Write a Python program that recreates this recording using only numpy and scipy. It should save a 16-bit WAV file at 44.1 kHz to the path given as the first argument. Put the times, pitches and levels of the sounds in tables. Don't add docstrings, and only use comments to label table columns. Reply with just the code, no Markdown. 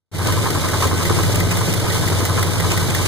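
import sys
import numpy as np
from scipy import signal
from scipy.fft import rfft, irfft, next_fast_len
from scipy.io import wavfile
from scipy.ndimage import uniform_filter1d

SR = 44100
rng = np.random.default_rng(int(sys.argv[2]) if len(sys.argv) > 2 else 0)


def pcm_store(signal):
    levels = np.round(np.clip(np.atleast_2d(signal), -1, 1) * 32767)
    wavfile.write(sys.argv[1], SR, levels.astype(np.int16).T)


N = 135387


def undb(db):
    return 10 ** (np.asarray(db) / 20)


def level(x, db):
    return x * undb(db) / np.sqrt(np.mean(x ** 2))


def curve(points):
    return undb(np.interp(np.arange(N) / SR, *np.array(points).T))


def noise():
    return rng.standard_normal((2, N))


def walk(rate):
    hold = int(SR / rate)
    steps = np.repeat(rng.standard_normal(N // hold + 1), hold)
    smooth = uniform_filter1d(uniform_filter1d(steps, hold), hold)[:N]
    return (smooth - smooth.mean()) / smooth.std()


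def across(points, size):
    hz, value = np.array(points).T
    bins = np.fft.rfftfreq(size, 1 / SR) + 1e-3
    return np.interp(np.log(bins), np.log(hz), value)


def colour(x, points):
    size = 8192
    cepstrum = irfft(np.log(undb(across(points, size))))
    cepstrum[1:size // 2] *= 2
    cepstrum[size // 2 + 1:] = 0
    response = irfft(np.exp(rfft(cepstrum)))[:size // 2]
    return signal.fftconvolve(x, response[None])[:, :N]


def ring(x, modes):
    t = np.arange(SR // 5) / SR
    body = 0
    for hz, t60, db in modes:
        body = body + undb(db) * np.exp(-np.log(1000) * t / t60) * np.sin(2 * np.pi * hz * t)
    return signal.fftconvolve(x, body[None])[:, :N]


ATTACK_S = .0012


def bursts(events, decay_s):
    power = np.zeros(N)
    for s, db in events:
        if 0 <= s * SR < N:
            power[int(s * SR)] += undb(db) ** 2
    fall = np.sqrt(signal.lfilter([1], [1, -np.exp(-2 / (decay_s * SR))], power + 1e-18))
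    keep = np.exp(-1 / (ATTACK_S * SR))
    return signal.lfilter([1 - keep], [1, -keep], fall)


MODE_SCATTER_DB = 1.2


def rattle(events, blows, contact_s, modes):
    out, size = np.zeros((2, N + SR)), SR // 8
    envelope = bursts(blows, contact_s)[:size]
    for s, pitch, db in events:
        force = envelope * rng.standard_normal((2, size))
        start = int(s * SR)
        for hz, t60, mode_db in modes:
            pole = np.exp((2j * np.pi * hz * pitch - np.log(1000) / t60) / SR)
            hit = signal.lfilter([1], [1, -pole], force).imag
            hit = hit / hit.std(axis=1, keepdims=True)
            gain = undb(db + mode_db + MODE_SCATTER_DB * rng.standard_normal())
            out[:, start:start + size] += gain * hit
    return out[:, :N]


def beats(cycle, count):
    return np.flatnonzero(np.diff(np.floor(cycle * count))) / SR


BAY_DB, BAY_T60_S, BAY_LOW_HZ = -11, .05, 1780


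def bay(x):
    t = np.arange(SR // 10) / SR
    walls = rng.standard_normal((2, len(t))) * np.exp(-np.log(1000) * t / BAY_T60_S)
    walls = walls / np.linalg.norm(walls, axis=1, keepdims=True)
    wet = signal.fftconvolve(x, walls, axes=1)[:, :N]
    wet = signal.sosfilt(signal.butter(2, BAY_LOW_HZ, "high", fs=SR, output="sos"), wet)
    return x + undb(BAY_DB) * wet


# (frequency [Hz], correlation [-1 to 1])
LIKENESS = [(40, -.65), (95, .3), (170, .05), (220, -.4), (420, .55), (600, .68), (750, .2), (840, .72),
            (1030, .95), (1250, .98), (1560, .92), (1800, .1), (2050, .15), (2300, -.8), (2520, -.98),
            (2760, -.98), (2980, -.4), (3400, .2), (3900, .85), (4300, .47), (4800, -.28), (5300, -.7),
            (5900, -.15), (6700, .45), (8100, -.38), (9300, .35), (10500, -.27), (12000, .26),
            (13500, -.23), (15000, .3)]
# (frequency [Hz], left minus right [dB])
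BALANCE = [(40, -2), (100, 4.5), (170, 2), (290, 4), (500, -1.5), (800, 2), (1900, -0.5), (5500, 0),
           (8000, -3), (9500, -7), (12000, -6), (15000, -4)]


def ports(pair):
    size = 2 * next_fast_len(N)
    a, b = rfft(pair, size)
    alike = np.clip(across(LIKENESS, size), -.99, .99)
    mid = a * np.sqrt((1 + alike) / 2)
    side = b * np.sqrt((1 - alike) / 2)
    lean = undb(across(BALANCE, size))
    sides = np.array([(mid + side) * lean, mid - side])
    return irfft(sides * np.sqrt(2 / (1 + lean ** 2)), size)[:, :N]


# (frequency [Hz], relative level [dB])
RUSH_SPECTRUM = [(100, -17), (800, 6), (1800, -2), (2120, 3.5), (2300, 6), (2460, -10), (2650, 1),
                 (2950, 1), (3500, 4.5), (4200, 3), (5300, 0.5), (6200, -0.5), (8000, -1.5), (9300, 1),
                 (11000, -4.5), (13500, -7), (15500, -10)]
# (time [s], level [dB])
RUSH_SWELL = [(.25, 0), (.6, 0.3), (.85, 2.5), (.9, -2), (1.0, 0.5), (1.35, 0.7), (1.45, -0.5), (1.65, 1.5),
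              (1.79, -0.5), (1.92, 1.5), (2.68, 0), (2.76, 1.8), (2.85, -1), (2.95, 1.4)]
RUSH_DB, RUSH_WAVER_DB, RUSH_GRAIN_DB, RUSH_GRAIN_RATE = -29, 0.36, 1.3, 300
PATTER_DB, PATTER_DECAY_S, PATTER_SCATTER_DB = -32.5, 0.027, 7


def rush(cycle):
    valves = [(s, PATTER_SCATTER_DB * rng.uniform(-1.0, 1)) for s in beats(cycle, count=16)]
    patter = colour(noise() * bursts(valves, PATTER_DECAY_S), RUSH_SPECTRUM)
    air = colour(noise() * undb(RUSH_WAVER_DB * walk(20)), RUSH_SPECTRUM)
    grain = undb(RUSH_GRAIN_DB * walk(RUSH_GRAIN_RATE))
    return (level(air, RUSH_DB) + level(patter, PATTER_DB)) * curve(RUSH_SWELL) * grain


# (time of the peak [s], half-length to -17 dB [s], relative level [dB])
SCRAPES = [(0.274, 0.011, -3), (0.687, 0.0067, -3), (0.82, 0.018, -1), (0.847, 0.018, -1),
           (0.998, 0.054, -8), (1.173, 0.069, -6), (1.352, 0.01, -2), (1.517, 0.02, -1.5),
           (1.693, 0.027, -5), (2.203, 0.016, -4.5), (2.382, 0.021, -3), (2.716, 0.025, 1.5),
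           (2.905, 0.0074, 0), (3.066, 0.023, -1)]
# (frequency [Hz], relative level [dB])
SCRAPE_SPECTRUM = [(500, -17), (2500, 16), (4000, 3), (5300, 7), (7000, 7.5), (9500, 5), (12000, -2.5),
                   (16000, 1)]
SCRAPE_DB, SCRAPE_GRAIN_DB = -36.5, 4.5


def scrapes():
    t = np.arange(N) / SR
    swell = sum(undb(db) * np.exp(-2 * ((t - s) / length) ** 2) for s, length, db in SCRAPES)
    grain = undb(SCRAPE_GRAIN_DB * np.tanh(walk(700)))
    return level(colour(noise() * swell * grain, SCRAPE_SPECTRUM), SCRAPE_DB)


# (time [s], pitch [Hz], relative level [dB])
THUDS = [(.729, 413, -6), (.853, 424, 0), (.863, 226, -1), (.93, 295, -2.5), (.951, 238, -4),
         (1.104, 344, 3.5), (1.197, 294, -0.5), (1.296, 280, -3), (1.377, 523, 0), (1.466, 246, -5),
         (2.062, 172, 1), (2.114, 298, -2), (2.226, 258, -0.5), (2.722, 676, -7), (2.822, 153, -7)]
# (multiple of its pitch, t60 [s], relative level [dB])
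THUD_MODES = [(.68, .035, -5.5), (1, 0.043, -0.5), (1.28, 0.072, -5)]
THUD_DB, THUD_DECAY_S = -33, 0.0028


def thuds():
    return level(rattle(THUDS, [(0, 0)], THUD_DECAY_S, THUD_MODES), THUD_DB)


# (time [s], relative level [dB])
TICKS = [(.2707, -2), (1.3447, 0), (1.356, 7), (1.5118, -0.5), (2.2043, -0.5), (2.7161, 0)]
# (time [s], relative crack level [dB], relative ring level [dB])
TAPPETS = [(.147, -9, -4), (0.3227, 1.5, -0.5), (.502, -4, -2.5), (.687, -4, -0.5), (0.87, -3, -3),
           (1.051, -0.5, 4), (1.232, 0, 0.5), (1.4, 2, 3), (1.5684, 3.5, -3), (1.7363, 2.5, -1),
           (1.903, -10, 3), (2.0766, -0.5, 2), (2.2503, 4.5, 1), (2.427, 3.5, 3), (2.5996, 0, 3.5),
           (2.775, 1.5, 4), (2.947, 5, 2.5)]
# (frequency [Hz], relative level [dB])
CRACK_SPECTRUM = [(500, 0), (2000, 5), (4000, -1), (7000, 0), (9500, 1.5), (13000, -1.5), (16000, 0.5)]
# (delay [s], relative level [dB])
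TAPPET_BLOWS = [(0, 4), (.0065, 5), (0.014, -35)]
# (pitch [Hz], t60 [s], relative level [dB])
TAPPET_MODES = [(1879, 0.097, 6.1), (1927, 0.027, 4.5), (2012, 0.068, 12)]
CRACK_DB, CRACK_DECAY_S, TICK_DB, TICK_DECAY_S = -36.3, .005, -43.5, 0.0027
RING_DB, RING_CONTACT_S = -39, 0.00052


def tappet():
    crack_force = bursts([(s, db) for s, db, _ in TAPPETS], CRACK_DECAY_S)
    cracks = colour(noise() * crack_force, CRACK_SPECTRUM)
    rings = rattle([(s, 1, db) for s, _, db in TAPPETS], TAPPET_BLOWS, RING_CONTACT_S, TAPPET_MODES)
    ticks = colour(noise() * bursts(TICKS, TICK_DECAY_S), CRACK_SPECTRUM)
    return level(cracks, CRACK_DB) + level(rings, RING_DB) + level(ticks, TICK_DB)


def crank():
    s = np.array(TAPPETS)[:, 0]
    s = np.r_[2 * s[0] - s[1], s, 2 * s[-1] - s[-2]]
    return np.interp(np.arange(N) / SR, s, np.arange(len(s)))


# (time [s], relative level [dB])
KNOCKS = [(.192, 0), (.279, 1.5), (.366, -1), (.455, 3), (.548, 1), (.638, 1), (.732, 2), (.822, 5.5),
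          (.911, 1.5), (1.003, 0.5), (1.095, 2.5), (1.187, 1), (1.274, -9), (1.43, -17), (1.519, -5),
          (1.606, -1), (1.689, -17), (1.779, -26), (1.857, -6.5), (1.945, -3), (2.028, -4), (2.113, -4),
          (2.203, -4), (2.289, -2), (2.377, 2), (2.467, -6), (2.55, -8), (2.638, 0), (2.726, -2),
          (2.814, -4), (2.902, -6), (2.986, -4.5)]
# (delay [s], relative level [dB])
KNOCK_BLOWS = [(0, -2.5), (.007, 0), (0.0151, -4), (.021, -19.5)]
# (pitch [Hz], t60 [s], relative level [dB])
KNOCK_MODES = [(1035, .12, 2), (1095, .12, 0), (1160, .11, -2), (1228, .11, -1.5), (1298, .09, -3),
               (1385, .06, -11), (1500, .07, -9), (1578, .07, -8), (1655, .05, -12), (2125, .04, -14)]
KNOCK_DB, KNOCK_CONTACT_S = -30.8, .0025


def knocking():
    knocks = rattle([(s, 1, db) for s, db in KNOCKS], KNOCK_BLOWS, KNOCK_CONTACT_S, KNOCK_MODES)
    return level(knocks, KNOCK_DB)


CYLINDERS = [-4.5, -2, -3, 3.5, -5, -0.5, -1, -4]
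# (frequency [Hz], relative level [dB])
BLOCK_SPECTRUM = [(20, -2.5), (43, 4.5), (65, -2), (100, 3), (165, 2.5), (205, 1.5), (240, -0.5), (300, 1),
                  (440, -2), (620, -5), (760, -9), (900, -10), (1240, -11), (1700, -13.5), (2200, -18),
                  (3000, -29), (8000, -49)]
# (pitch [Hz], t60 [s], relative level [dB])
CASTING_MODES = [(347, 0.083, 3), (449.4, 0.055, 7), (860, 0.046, -1), (1010, 0.042, -21), (1254, 0.048, 2),
                 (1511, 0.088, -0.5), (2420, 0.052, 1), (3600, .07, -37), (4016, 0.11, -11.5),
                 (5760, 0.036, -30)]
BLOCK_DB, CASTING_DB = -24, -32
FIRING_DECAY_S, FIRING_FLOOR, FIRING_SCATTER_DB = 0.019, 0.99, 2


def block(cycle):
    firings = []
    for k, s in enumerate(beats(cycle, count=8)):
        firings.append((s, CYLINDERS[k % len(CYLINDERS)] + FIRING_SCATTER_DB * rng.standard_normal()))
    force = FIRING_FLOOR + bursts(firings, FIRING_DECAY_S)
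    shake = colour(noise() * force, BLOCK_SPECTRUM)
    castings = ring(noise() * force, CASTING_MODES)
    return level(shake, BLOCK_DB) + level(castings, CASTING_DB)


SIDE_DRIFT_RAD = 0.54


def sides(lead, rate):
    return np.array([[1], [-1]]) * (lead / 2 + SIDE_DRIFT_RAD * walk(rate))


# (multiple of the cycle rate, level before the swell [dB], lead of the left side [rad])
ORDERS = [(8, -45.5, 0.5), (15, -35.5, 0.9), (18, -37, -.5), (20, -35, -0.3), (22, -37.5, -4),
          (24, -38, -1.7), (27, -36.5, 1.5), (28, -37.5, 1), (29, -33, 1.5), (30, -35.5, 2)]
# (time [s], level [dB])
DRONE_SWELL = [(.3, 1.5), (.65, -2.5), (.92, -1.5), (1.3, 1.5), (1.65, 0), (1.85, -2), (2.1, 1), (3.0, 0)]
ORDER_WAVER_DB, ORDER_DRIFT_RAD = 1.8, .25


def drone(cycle):
    tones = 0
    for order, db, lead in ORDERS:
        phase = 2 * np.pi * (order * cycle + rng.random()) + ORDER_DRIFT_RAD * walk(8)
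        gain = undb(db + ORDER_WAVER_DB * walk(14))
        tones = tones + gain * np.sin(phase + sides(lead, 5.77))
    return np.sqrt(2) * tones * curve(DRONE_SWELL)


# (multiple of the cycle rate, level before the swell [dB], lead of the left side [rad])
THROB = [(16, -25, .13), (19, -27.5, -0.45)]
THROB_LEAD_S, THROB_WAVER_DB, THROB_DRIFT_RAD = .007, 1.6, .35


def throb(cycle):
    ahead = cycle + THROB_LEAD_S * SR * np.gradient(cycle)
    wander = 2 * np.pi * rng.random() + THROB_DRIFT_RAD * walk(5.83)
    tones = 0
    for order, db, lead in THROB:
        gain = undb(db + THROB_WAVER_DB * walk(9.92))
        tones = tones + gain * np.sin(2 * np.pi * order * ahead + wander + sides(lead, 5.83))
    return np.sqrt(2) * tones * curve(DRONE_SWELL)


def scene():
    cycle = crank()
    airy = bay(rush(cycle) + scrapes())
    blows = thuds() + tappet() + knocking()
    return ports(airy + blows + block(cycle)) + drone(cycle) + throb(cycle)


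# (time [s], level [dB])
FADE = [(.113, -67), (0.116, -23.5), (.145, -8), (.18, -5), (.215, -2.5), (.25, 0.5)]
TOP_HZ = 15550


def record(dry):
    low_pass = signal.ellip(12, .2, 80, TOP_HZ, fs=SR, output="sos")
    return signal.sosfilt(low_pass, dry * curve(FADE))


dry = scene()
out = record(dry)
pcm_store(out)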